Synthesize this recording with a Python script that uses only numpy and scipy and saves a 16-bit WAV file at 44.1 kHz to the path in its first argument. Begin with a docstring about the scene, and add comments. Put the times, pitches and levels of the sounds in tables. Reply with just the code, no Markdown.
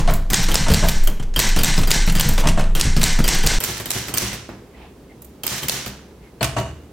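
"""Manual typewriter on a wooden table

Heard first from behind the carriage, over a low, wavering rumble, then from beside the keys.
A key flings its type bar up, the slug cracks on the platen, and springs and carriage rattle on
while the frame booms. The shift drops and lifts the type basket with heavy clunks."""
import sys
import numpy as np
from scipy import signal
from scipy.fft import rfft, irfft, next_fast_len
from scipy.io import wavfile
from scipy.ndimage import uniform_filter1d

SR = 44100
rng = np.random.default_rng(int(sys.argv[2]) if len(sys.argv) > 2 else 0)


def to_wav(sig):
    """Store sig (one row per channel, or 1-D mono) as 16-bit WAV at the path in sys.argv[1].

    Samples outside -1..1 are clipped; the rate is SR.
    """
    pcm = np.clip(np.atleast_2d(sig), -1, 1) * 32767
    pcm = np.round(pcm).astype(np.int16)
    wavfile.write(sys.argv[1], SR, pcm.T)  # frames by channels


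N = 305172
T = np.arange(int(0.7 * SR)) / SR  # time within one event, s


def amp(db):
    """Decibels to gain."""
    return 10 ** (np.asarray(db) / 20)


def unit(x):
    """Scale to rms 1."""
    return x / np.sqrt(np.mean(x ** 2) + 1e-20)


def along(points, hz):
    """Interpolate (freq_hz, value) points on a log axis."""
    freqs_hz, values = np.transpose(points)
    return np.interp(np.log(hz + 1), np.log(freqs_hz), values)


def filtered(x, gain):
    """Zero-phase filter with response gain(hz)."""
    size = next_fast_len(x.shape[-1] + 8192)
    return irfft(rfft(x, size) * gain(np.fft.rfftfreq(size, 1 / SR)), size)[..., :x.shape[-1]]


def hiss(spectrum):
    """Steady mid and side noise, rms 1."""
    return unit(filtered(rng.standard_normal((2, N)), lambda hz: amp(along(spectrum, hz))))


def colour(x, spectrum, peaks=(), size=8192):
    """Minimum-phase body response of unit energy."""
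    hz = np.fft.rfftfreq(size, 1 / SR)
    peaks_db = sum(db / (1 + (2 * (hz - centre) / width) ** 2) for centre, width, db in peaks)
    cepstrum = irfft(np.log(amp(along(spectrum, hz) + peaks_db)))
    cepstrum[1:size // 2] *= 2
    cepstrum[size // 2 + 1:] = 0
    response = irfft(np.exp(rfft(cepstrum)))
    return signal.fftconvolve(x, response[None] / np.linalg.norm(response), axes=1)[:, :N]


def add(track, start_s, sound):
    """Mix a sound in, cropped to the track."""
    i = round(start_s * SR)
    part = sound[..., max(-i, 0):N - i]
    track[:, max(i, 0):max(i, 0) + part.shape[-1]] += part


def fade(t60_s, t=T):
    """Exponential decay."""
    return np.exp(-np.log(1000) * t / t60_s)


def rise(attack_s):
    """Exponential onset."""
    return 1 - np.exp(-T / attack_s)


def grains(depth_db, samples):
    """Uneven gain, rms 1: loose parts chatter in tiny random bursts."""
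    flicker = unit(uniform_filter1d(rng.standard_normal(len(T)), size=samples))
    return unit(amp(depth_db * flicker))


def burst(t60_s, tail_db, tail_t60_s, attack_s):
    """A contact: brief noise, then a tail of chatter from the parts it jolted."""
    chatter = amp(tail_db) * fade(tail_t60_s) * grains(depth_db=3.5, samples=100)
    envelope = (fade(t60_s) + chatter) * rise(attack_s)
    noise = rfft(rng.standard_normal((2, len(T))))
    # each small part has its own treble resonances
    tint_db = 3.5 * unit(uniform_filter1d(rng.standard_normal(noise.shape[1]), size=350))
    treble = along([(1000, 0.1), (7000, 1)], np.fft.rfftfreq(len(T), 1 / SR))
    contact = irfft(noise * amp(tint_db * treble), len(T)) * envelope
    return contact * np.linalg.norm(envelope) / np.linalg.norm(contact, axis=1, keepdims=True)


def ring(modes, attack_s, detune):
    """Damped modes, with random strength, tuning and phase on each strike."""
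    hz, db, t60_s = np.transpose(modes)[:, :, None]
    strength, pitch, phase = rng.standard_normal((3, len(modes), 1))
    gain = amp(db + 1.85 * strength)
    waves = gain * np.sin(2 * np.pi * (hz * (1 + detune * pitch) * T + phase)) * fade(t60_s)
    return waves.sum(0) * rise(attack_s) * np.sqrt(2) / np.linalg.norm(gain)


def wash(decays):
    """Mid and side noise with a decay time per frequency."""
    hz, t, bins = signal.stft(rng.standard_normal((2, len(T))), SR, nperseg=256)
    decayed = bins * fade(along(decays, hz)[:, None], t)
    return signal.istft(decayed, SR, nperseg=256)[1][:, :len(T)]


# background spectrum: freq_hz, level_db
AIR_SPECTRUM = [(12, -56), (20, -29.5), (49, -1), (68, 7), (88, -8), (134, -2.5), (262, -3.5), (410, -3.5),
                (590, -13.5), (738, -16.5), (923, -18), (1440, -25), (5850, -34), (16000, -40)]


def room_air():
    """Faint, steady rumble and hiss."""
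    return amp(-44) * hiss(AIR_SPECTRUM)


# room decay: freq_hz, t60_s
ROOM_DECAY = [(100, 0.82), (700, 0.42), (3000, 0.48), (8000, 0.4), (15000, 0.26)]


def reverb(direct):
    """The room answers the mid channel with a diffuse tail."""
    tail = wash(ROOM_DECAY) * rise(0.014)
    return signal.fftconvolve(direct[:1], tail / np.linalg.norm(tail[0]), axes=1)[:, :N]


# rumble envelope: time_s, level_db
RUMBLE_LEVEL = [(0.0, -23), (0.05, -8), (0.25, -18), (0.45, -12), (0.7, -13.5), (1.07, -6.5), (1.13, -18.5),
                (1.36, -17.5), (1.5, -11), (3.58, -11.5)]
DIP_DELAY_S, DIP_WIDTH_S, DIP_DB = 0.034, 0.033, 13


def low_rumble(centre_hz, wander_hz, gain):
    """A low, wavering rumble, ducked briefly after each loud strike as by a limiter."""
    t = np.arange(N) / SR
    dips = sum(np.exp(-((t - s - DIP_DELAY_S) / DIP_WIDTH_S) ** 2) for s, *_ in STROKES)
    level_db = np.interp(t, *np.transpose(RUMBLE_LEVEL)) - DIP_DB * dips
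    pitch_hz = centre_hz + wander_hz * unit(filtered(rng.standard_normal(N), lambda hz: hz < 18))
    return gain * amp(level_db) * np.sin(2 * np.pi * np.cumsum(pitch_hz) / SR)


# skin on keys: freq_hz, level_db
RUB_SPECTRUM = [(300, -4), (800, 14), (1300, 0), (2600, 5.5), (4000, -5), (7000, -23), (16000, -38)]
SQUEAK_SPECTRUM = [(1500, -37), (1950, -6), (2130, 2), (2320, -15), (3000, -44)]
# fingertip brushes: centre_s, length_s, rub_db, squeak_db
BRUSHES = [(4.75, 0.033, -75, -55), (4.828, 0.15, -47.5, -72), (5.118, 0.039, -60, -53),
           (6.252, 0.085, -56.5, -58)]


def fingers():
    """Skin slides over the key tops and squeaks where it sticks."""
    t = np.arange(N) / SR
    rub, squeak = hiss(RUB_SPECTRUM), hiss(SQUEAK_SPECTRUM)
    return sum((amp(rub_db) * rub + amp(squeak_db) * squeak) * np.exp(-(2 * (t - s) / length_s) ** 2)
               for s, length_s, rub_db, squeak_db in BRUSHES)


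def spring_twitches(strokes, count=5, within_s=0.2, level_db=-12, scatter_db=4.5, zing_db=-8.5):
    """Click rows: springs twitch at random in each rattle, at levels relative to it."""
    delays_s = within_s * rng.random((len(strokes), count))
    levels_db = level_db + scatter_db * rng.standard_normal(delays_s.shape)
    return [(s + delay_s, rattle_db + db, rattle_db + db + zing_db)
            for (s, *_, rattle_db, _), delays, levels in zip(strokes, delays_s, levels_db)
            for delay_s, db in zip(delays, levels)]


# type bars fall on their rest: start_s, clack_db, boom_db
BAR_RETURNS = [(-0.02, -18, -16), (0.4849, -19, -21), (0.7015, -19, -8), (1.0297, -39.5, -46),
               (1.5622, -16.5, -17.5), (1.7772, -19.5, -15), (2.0745, -19, -16), (2.378, -18.5, -26.5),
               (2.9641, -20, -15), (3.1884, -20.5, -14), (3.4349, -19.5, -17.5), (3.799, -20.5, -29.5),
               (4.0821, -19.5, -32.5), (4.3289, -22.5, -30), (5.6245, -27, -27), (5.861, -22, -29)]


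def bar_bounces(returns, contacts=4, hop_s=0.0115, shrink=0.85, loss_db=5.5, zing_db=-12.5):
    """Click rows: a fallen bar bounces, each hop shorter and weaker."""
    hops = np.arange(contacts)
    delays_s = np.cumsum(hop_s * shrink ** hops) - hop_s
    losses_db = loss_db * hops + 0.5 * rng.standard_normal((len(returns), contacts))
    return [(s + delay_s, db - loss, db - loss + zing_db)
            for (s, db, _), losses in zip(returns, losses_db)
            for delay_s, loss in zip(delays_s, losses)]


# shift linkage contacts: delay_s, offset_db
SHIFT_CLATTER = [(0.0191, 0.5), (.034, -0.5)]


def shift_clatter(shifts, zing_db=-17):
    """Click rows: the linkage clatters twice after the basket lands."""
    return [(s + delay_s, db + offset_db, db + offset_db + zing_db)
            for s, _, _, db in shifts for delay_s, offset_db in SHIFT_CLATTER]


# basket meets its stop: start_s, clunk_db, boom_db, clatter_db
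SHIFTS = [(0.0749, -21.5, -18, -29), (0.6635, -25.5, -22.5, -20.5), (0.8244, -23, -17, -36),
          (2.434, -27.5, -28, -40.5), (2.452, -25, -14, -13.5), (2.5738, -23.5, -18.5, -25.5),
          (6.4087, -25, -18, -9.5), (6.5638, -23, -17.5, -25.5)]
# basket modes: pitch_hz, level_db, t60_s
BASKET_MODES = [(680, 7, 0.12), (604.4, 3, 0.16), (720, -3, 0.16), (932, 0, 0.16), (1090, 0, 0.135),
                (1340, -13, 0.18)]
# housing resonances: centre_hz, width_hz, gain_db
HOUSING_PEAKS = [(121, 87, 2), (659, 36, 8.5), (1063, 49, 1), (1300, 46, -0.5), (2940, 270, 7.5)]
# heavy contacts: freq_hz, level_db
CLUNK_SPECTRUM = [(60, -13.5), (200, 4.5), (450, -3.5), (680, -0.5), (1000, -3), (1600, -6.5), (2800, -15),
                  (5000, -22), (8500, -23.5), (11000, -35), (16000, -41)]
KNOCK_SPECTRUM = [(80, -15.5), (200, 7), (400, 0), (800, -3.5), (1300, -6.5), (2500, -14.5), (6000, -31.5),
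                  (16000, -42)]


def thumps(slugs, shifts, knocks, frame_modes):
    """Heavy blows knock the housing and set the frame booming on the table."""
    clunk, knock, tones = np.zeros((3, 2, N))
    for s, boom_db in slugs:
        add(tones, s, amp(boom_db) * ring(frame_modes, attack_s=0.0044, detune=0.013))
    for s, db, boom_db, _ in shifts:
        add(clunk, s, amp(db) * burst(t60_s=0.14, tail_db=-1.5, tail_t60_s=0.47, attack_s=0.002))
        # the basket rocks back and lands again
        settle = burst(t60_s=0.07, tail_db=-12, tail_t60_s=0.3, attack_s=0.0005)
        add(clunk, s + 0.021, amp(db + 0.5) * settle)
        add(tones, s, amp(db + 5.5) * ring(BASKET_MODES, attack_s=0.0041, detune=0.012))
        # its weight keeps pushing: a slower, larger boom
        add(tones, s, 2 * amp(boom_db) * ring(frame_modes, attack_s=0.032, detune=0.025))
    for s, db, boom_db in knocks:
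        add(knock, s, amp(db) * burst(t60_s=0.11, tail_db=-2, tail_t60_s=0.53, attack_s=0.000745))
        add(tones, s, amp(boom_db) * ring(frame_modes, attack_s=0.0037, detune=0.0597))
    return colour(clunk, CLUNK_SPECTRUM, HOUSING_PEAKS) + colour(knock, KNOCK_SPECTRUM) + tones


# light steel contacts: freq_hz, level_db
CLACK_SPECTRUM = [(200, 2.5), (900, -1.5), (2000, 2), (4000, 0.5), (7500, -3.5), (10000, -8),
                  (16000, -38.5)]
ZING_SPECTRUM = [(2000, -67), (7000, 0.5), (10000, -2), (12000, 0.5), (14000, 6), (16000, -4)]
# type bar modes: pitch_hz, level_db, t60_s
BAR_LOW_MODES = [(3160, -9, 0.065), (2920, -18, .06)]
BAR_HIGH_MODES = [(4780, 0, .11)]


def linkage(throws, trips, clicks):
    """Small steel parts meet with a clack and a bright zing; thrown type bars ping."""
    clack, zing, pings = np.zeros((3, 2, N))
    for s, db, zing_db, low_db, high_db in throws:
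        add(clack, s, amp(db) * burst(t60_s=0.0061, tail_db=-7, tail_t60_s=0.71, attack_s=0.00052))
        add(zing, s, amp(zing_db) * burst(t60_s=0.021, tail_db=-9, tail_t60_s=0.21, attack_s=0.00031))
        add(pings, s, amp(low_db) * ring(BAR_LOW_MODES, attack_s=0.00044, detune=0.0015))
        add(pings, s, amp(high_db) * ring(BAR_HIGH_MODES, attack_s=0.00105, detune=0.001))
    for s, db, zing_db in trips:
        add(clack, s, amp(db) * burst(t60_s=0.03, tail_db=-16.5, tail_t60_s=0.2, attack_s=0.0012))
        add(zing, s, amp(zing_db) * burst(t60_s=0.025, tail_db=-10, tail_t60_s=0.17, attack_s=0.00015))
    for s, db, zing_db in clicks:
        add(clack, s, amp(db) * burst(t60_s=0.035, tail_db=-14, tail_t60_s=0.24, attack_s=0.0011))
        add(zing, s, amp(zing_db) * burst(t60_s=0.017, tail_db=-6, tail_t60_s=0.11, attack_s=0.00018))
    return colour(clack, CLACK_SPECTRUM) + colour(zing, ZING_SPECTRUM) + pings


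# slug on platen: freq_hz, level_db
CRACK_SPECTRUM = [(100, -13.5), (500, 5), (1500, -5.5), (4000, 6), (8000, 4), (11000, -6.5), (16000, -24)]
# spring rattle decay: freq_hz, t60_s
RATTLE_DECAY = [(200, 0.61), (1500, 0.63), (6000, 0.53), (9000, 0.44), (15000, 0.37)]


def slug_strikes(strokes, rattle_spectrum, panel_peaks, swell_s):
    """The slug cracks on the platen; a grainy rattle swells in the springs and dies away."""
    crack, rattle = np.zeros((2, 2, N))
    for s, *_, crack_db, rattle_db, _ in strokes:
        impact = burst(t60_s=0.012, tail_db=-18.5, tail_t60_s=0.073, attack_s=0.0004)
        add(crack, s, amp(crack_db) * impact)
        springs = wash(RATTLE_DECAY) * grains(depth_db=1.2, samples=70) * rise(swell_s)
        add(rattle, s, amp(rattle_db) * springs)
    return colour(crack, CRACK_SPECTRUM) + colour(rattle, rattle_spectrum, panel_peaks)


# typed letters: strike_s, bar_flight_s, escapement_lead_s, key_db, low_ping_db, high_ping_db,
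# escapement_db, crack_db, rattle_db, boom_db
STROKES = [(-0.17, 0.043, .009, -25, -30, -35, -17, -6, -19, -26),
           (0.342, .0404, 0.01, -19, -37, -44, -10.5, -3.5, -16, -18),
           (0.5543, 0.039, 0.012, -20.5, -23, -39, -12.5, -4.5, -18.5, -18),
           (0.7437, 0.029, 0.0069, -21, -31, -38, -13.5, -6, -18.5, -23),
           (0.8926, 0.032, 0.008, -31.5, -43, -40, -15, -11, -24, -29),
           (1.399, .0375, .008, -18.5, -13.5, -29, -8.5, -6, -14.5, -23),
           (1.6446, 0.057, 0.011, -20, -23, -25.5, -11, -6.5, -15.5, -20.5),
           (1.9143, 0.041, 0.0093, -21.5, -29, -30.5, -12, -2, -15, -25),
           (2.2087, 0.057, 0.012, -19, -29, -32, -11.5, -5.5, -19, -16),
           (2.811, 0.06, 0.014, -18.5, -24.5, -50, -16.5, -3, -20, -13.5),
           (3.0388, .0436, 0.0088, -32, -41, -38, -13, -2, -15, -30.5),
           (3.2876, 0.047, 0.0092, -19, -23, -21.5, -12.5, -4.5, -15, -27),
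           (3.4712, .042, .0076, -33, -30, -35, -12.5, -5, -15, -24),
           (3.647, .044, 0.0096, -17.5, -31, -48, -12.5, -16, -20.5, -25.5),
           (3.9149, 0.058, 0.011, -23, -33, -45, -12.5, -11.5, -19, -23.5),
           (4.182, 0.043, 0.0091, -17, -26.5, -34, -11, -8, -18, -21.5),
           (5.4777, .0434, 0.012, -22.5, -27, -50, -15.5, -12, -18.5, -29),
           (5.6955, 0.062, 0.012, -27.5, -32, -50, -13.5, -8.5, -19.5, -27.5)]
KEY_ZING_DB, KEY_KNOCK_DB, KEY_BOOM_DB = -3, -10.5, -3
TRIP_ZING_DB, SLUG_BOOM_DB = -5, -23
STEP_DELAY_S, STEP_KNOCK_DB = 0.038, -16


def letter_events(strokes, clack_db, thud_db):
    """Rows per letter: key throws bar, escapement trips, slug lands, carriage steps and stops."""
    throws, trips, slugs, knocks = [], [], [], []
    for s, flight_s, lead_s, key_db, low_db, high_db, trip_db, crack_db, rattle_db, boom_db in strokes:
        throws.append((s - flight_s, key_db + clack_db, key_db + KEY_ZING_DB, low_db, high_db))
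        knocks.append((s - flight_s, key_db + clack_db + KEY_KNOCK_DB, key_db + thud_db + KEY_BOOM_DB))
        trips.append((s - lead_s, trip_db + clack_db, trip_db + TRIP_ZING_DB))
        slugs.append((s, crack_db + thud_db + SLUG_BOOM_DB))
        knocks.append((s + STEP_DELAY_S, rattle_db + STEP_KNOCK_DB, boom_db))
    return throws, trips, slugs, knocks


# space bar and half-pressed keys: start_s, clack_db, zing_db, ping_db, knock_db, boom_db
KEY_TAPS = [(1.0727, -22, -20, -23.5, -30, -26.5), (1.197, -33, -51.5, -38, -38, -25),
            (2.2884, -27, -17, -38, -28.5, -17), (2.639, -30.5, -63, -55, -37, -42.5),
            (4.4889, -44, -51.5, -58, -35.5, -34), (5.631, -22, -33.5, -30, -40.5, -35)]
# stray springs and levers: start_s, clack_db, zing_db
STRAY_TICKS = [(0.1072, -45, -32.5), (0.1372, -29, -24), (0.1556, -42, -31), (1.0382, -43, -28.5),
               (1.2262, -34, -48), (1.3386, -32.5, -66.5), (1.7382, -19, -42.5), (1.7872, -32, -30),
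               (1.8334, -20.5, -38), (2.096, -17.5, -35.5), (2.065, -39.5, -30), (2.1224, -31, -27),
               (2.3352, -30, -30), (3.014, -14.5, -27), (3.7696, -22, -46), (5.2196, -46, -38.5),
               (5.246, -47.5, -39.5), (5.5794, -22, -33)]
# shift lever modes: pitch_hz, level_db, t60_s
LEVER_MODES = [(2360, -13, .15), (4320, -2, 0.04)]
LEVER_SLACK_S, LEVER_CLINK_DB = 6.408, -23
RETURN_KNOCK_DB = -8


def typewriter(start_s, stop_s, rattle_spectrum, panel_peaks, frame_modes,
               swell_s, room_db, clack_db, thud_db):
    """Mid and side of all events in a time span; clack_db and thud_db are trims for the side heard."""
    strokes, returns, shifts, taps, ticks = (
        [row for row in table if start_s <= row[0] < stop_s]
        for table in (STROKES, BAR_RETURNS, SHIFTS, KEY_TAPS, STRAY_TICKS))
    throws, trips, slugs, knocks = letter_events(strokes, clack_db, thud_db)
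    knocks += [(s, db + clack_db + RETURN_KNOCK_DB, boom_db) for s, db, boom_db in returns]
    knocks += [(s, db, boom_db) for s, *_, db, boom_db in taps]
    clicks = bar_bounces(returns) + spring_twitches(strokes) + shift_clatter(shifts)
    clicks += [row[:3] for row in taps] + ticks
    direct = linkage(throws, trips, [(s, db + clack_db, zing_db) for s, db, zing_db in clicks])
    direct += thumps(slugs, shifts, knocks, frame_modes)
    direct += slug_strikes(strokes, rattle_spectrum, panel_peaks, swell_s)
    for s, _, _, ping_db, _, _ in taps:
        add(direct, s, amp(ping_db) * ring(BAR_LOW_MODES, attack_s=0.0005, detune=0.0024))
    if start_s <= LEVER_SLACK_S < stop_s:
        clink = ring(LEVER_MODES, attack_s=0.00061, detune=0.002)
        add(direct, LEVER_SLACK_S, amp(LEVER_CLINK_DB) * clink)
    return direct + amp(room_db) * reverb(direct)


# frame modes: pitch_hz, level_db, t60_s
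REAR_FRAME = [(51.3, -4, 0.567), (85.8, -7.5, 0.49), (129.6, 0.5, 0.24), (162.16, -2, 0.43),
              (197.5, -10, 0.42), (233.8, -12.5, 0.32), (300.5, -15, 0.18), (453.2, -14, 0.2)]
FRONT_FRAME = [(59.1, -8, 0.49), (75.7, -15, 0.95), (116.8, 5.5, 0.27), (133.4, -5, 0.45), (171, -21, 0.53),
               (195.7, -10, 0.27), (298, -14.5, 0.47), (362.7, -0.5, 0.17)]
# rattle spectra: freq_hz, level_db
REAR_RATTLE = [(100, -5), (300, 0.5), (600, -8.5), (900, 3), (1300, -5), (1600, 3), (3000, 1), (4500, 2.5),
               (6500, 3.5), (8200, 2.5), (9500, -7.5), (12000, -14), (16000, -28.5)]
FRONT_RATTLE = [(100, -14), (330, -5.5), (550, -4), (1200, -3.5), (2000, -2), (3200, -0.5), (4300, -2.5),
                (6200, 0), (8000, -3.5), (10000, -5.5), (16000, -11.5)]
# spring and panel resonances: centre_hz, width_hz, gain_db
PANEL_PEAKS = [(1524, 80, 8.2), (1696, 45, 5.2), (1806, 67, 4.6), (2044, 126, 5), (2120, 130, 3.5),
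               (2930, 53, 1.8), (3060, 58, 5.5), (3900, 610, 2.3), (4220, 60, 7), (5610, 110, 7.5),
               (5960, 110, 6.5)]
# stereo width at the keys: freq_hz, side_db
STEREO_WIDTH = [(60, -32), (200, -19.5), (700, -9.5), (2400, -5), (8000, -1.5), (15000, -3.5)]
# balance at the keys: freq_hz, left_minus_right_db
STEREO_BALANCE = [(200, -0.5), (1300, -1.5), (8000, -2), (15000, -4.5)]
MOVE_S = 3.586


def scene():
    """Mono behind the carriage, then stereo beside the keys, where the panels ring less."""
    air = room_air()
    rear = typewriter(-1, MOVE_S, REAR_RATTLE, PANEL_PEAKS, REAR_FRAME,
                      swell_s=0.022, room_db=-14, clack_db=0.5, thud_db=0)
    faint_peaks = [(hz, width_hz, 0.53 * db) for hz, width_hz, db in PANEL_PEAKS]
    front = typewriter(MOVE_S, N / SR, FRONT_RATTLE, faint_peaks, FRONT_FRAME,
                       swell_s=0.045, room_db=-12.5, clack_db=-5, thud_db=-13.5)
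    # the last rear rattle dies away faintly on the key side
    mid, side = front + amp(-17) * rear + air + fingers()
    side = filtered(side, lambda hz: amp(along(STEREO_WIDTH, hz)))
    left_right = np.array([mid + side, mid - side])
    beside = filtered(left_right, lambda hz: amp(np.outer([0.5, -0.5], along(STEREO_BALANCE, hz))))
    behind = (rear + air)[0] + low_rumble(centre_hz=20.9, wander_hz=5.22, gain=1.11)
    return np.where(np.arange(N) / SR < MOVE_S, behind, beside)


CEILING, CUTOFF_HZ = 0.9, 16150


def record(dry):
    """Soft peak limiting, then a brick-wall low-pass."""
    rounded = dry / (1 + np.abs(dry / CEILING) ** 6) ** (1 / 6)
    return filtered(rounded, lambda hz: hz < CUTOFF_HZ)


dry = scene()
out = record(dry)
to_wav(out)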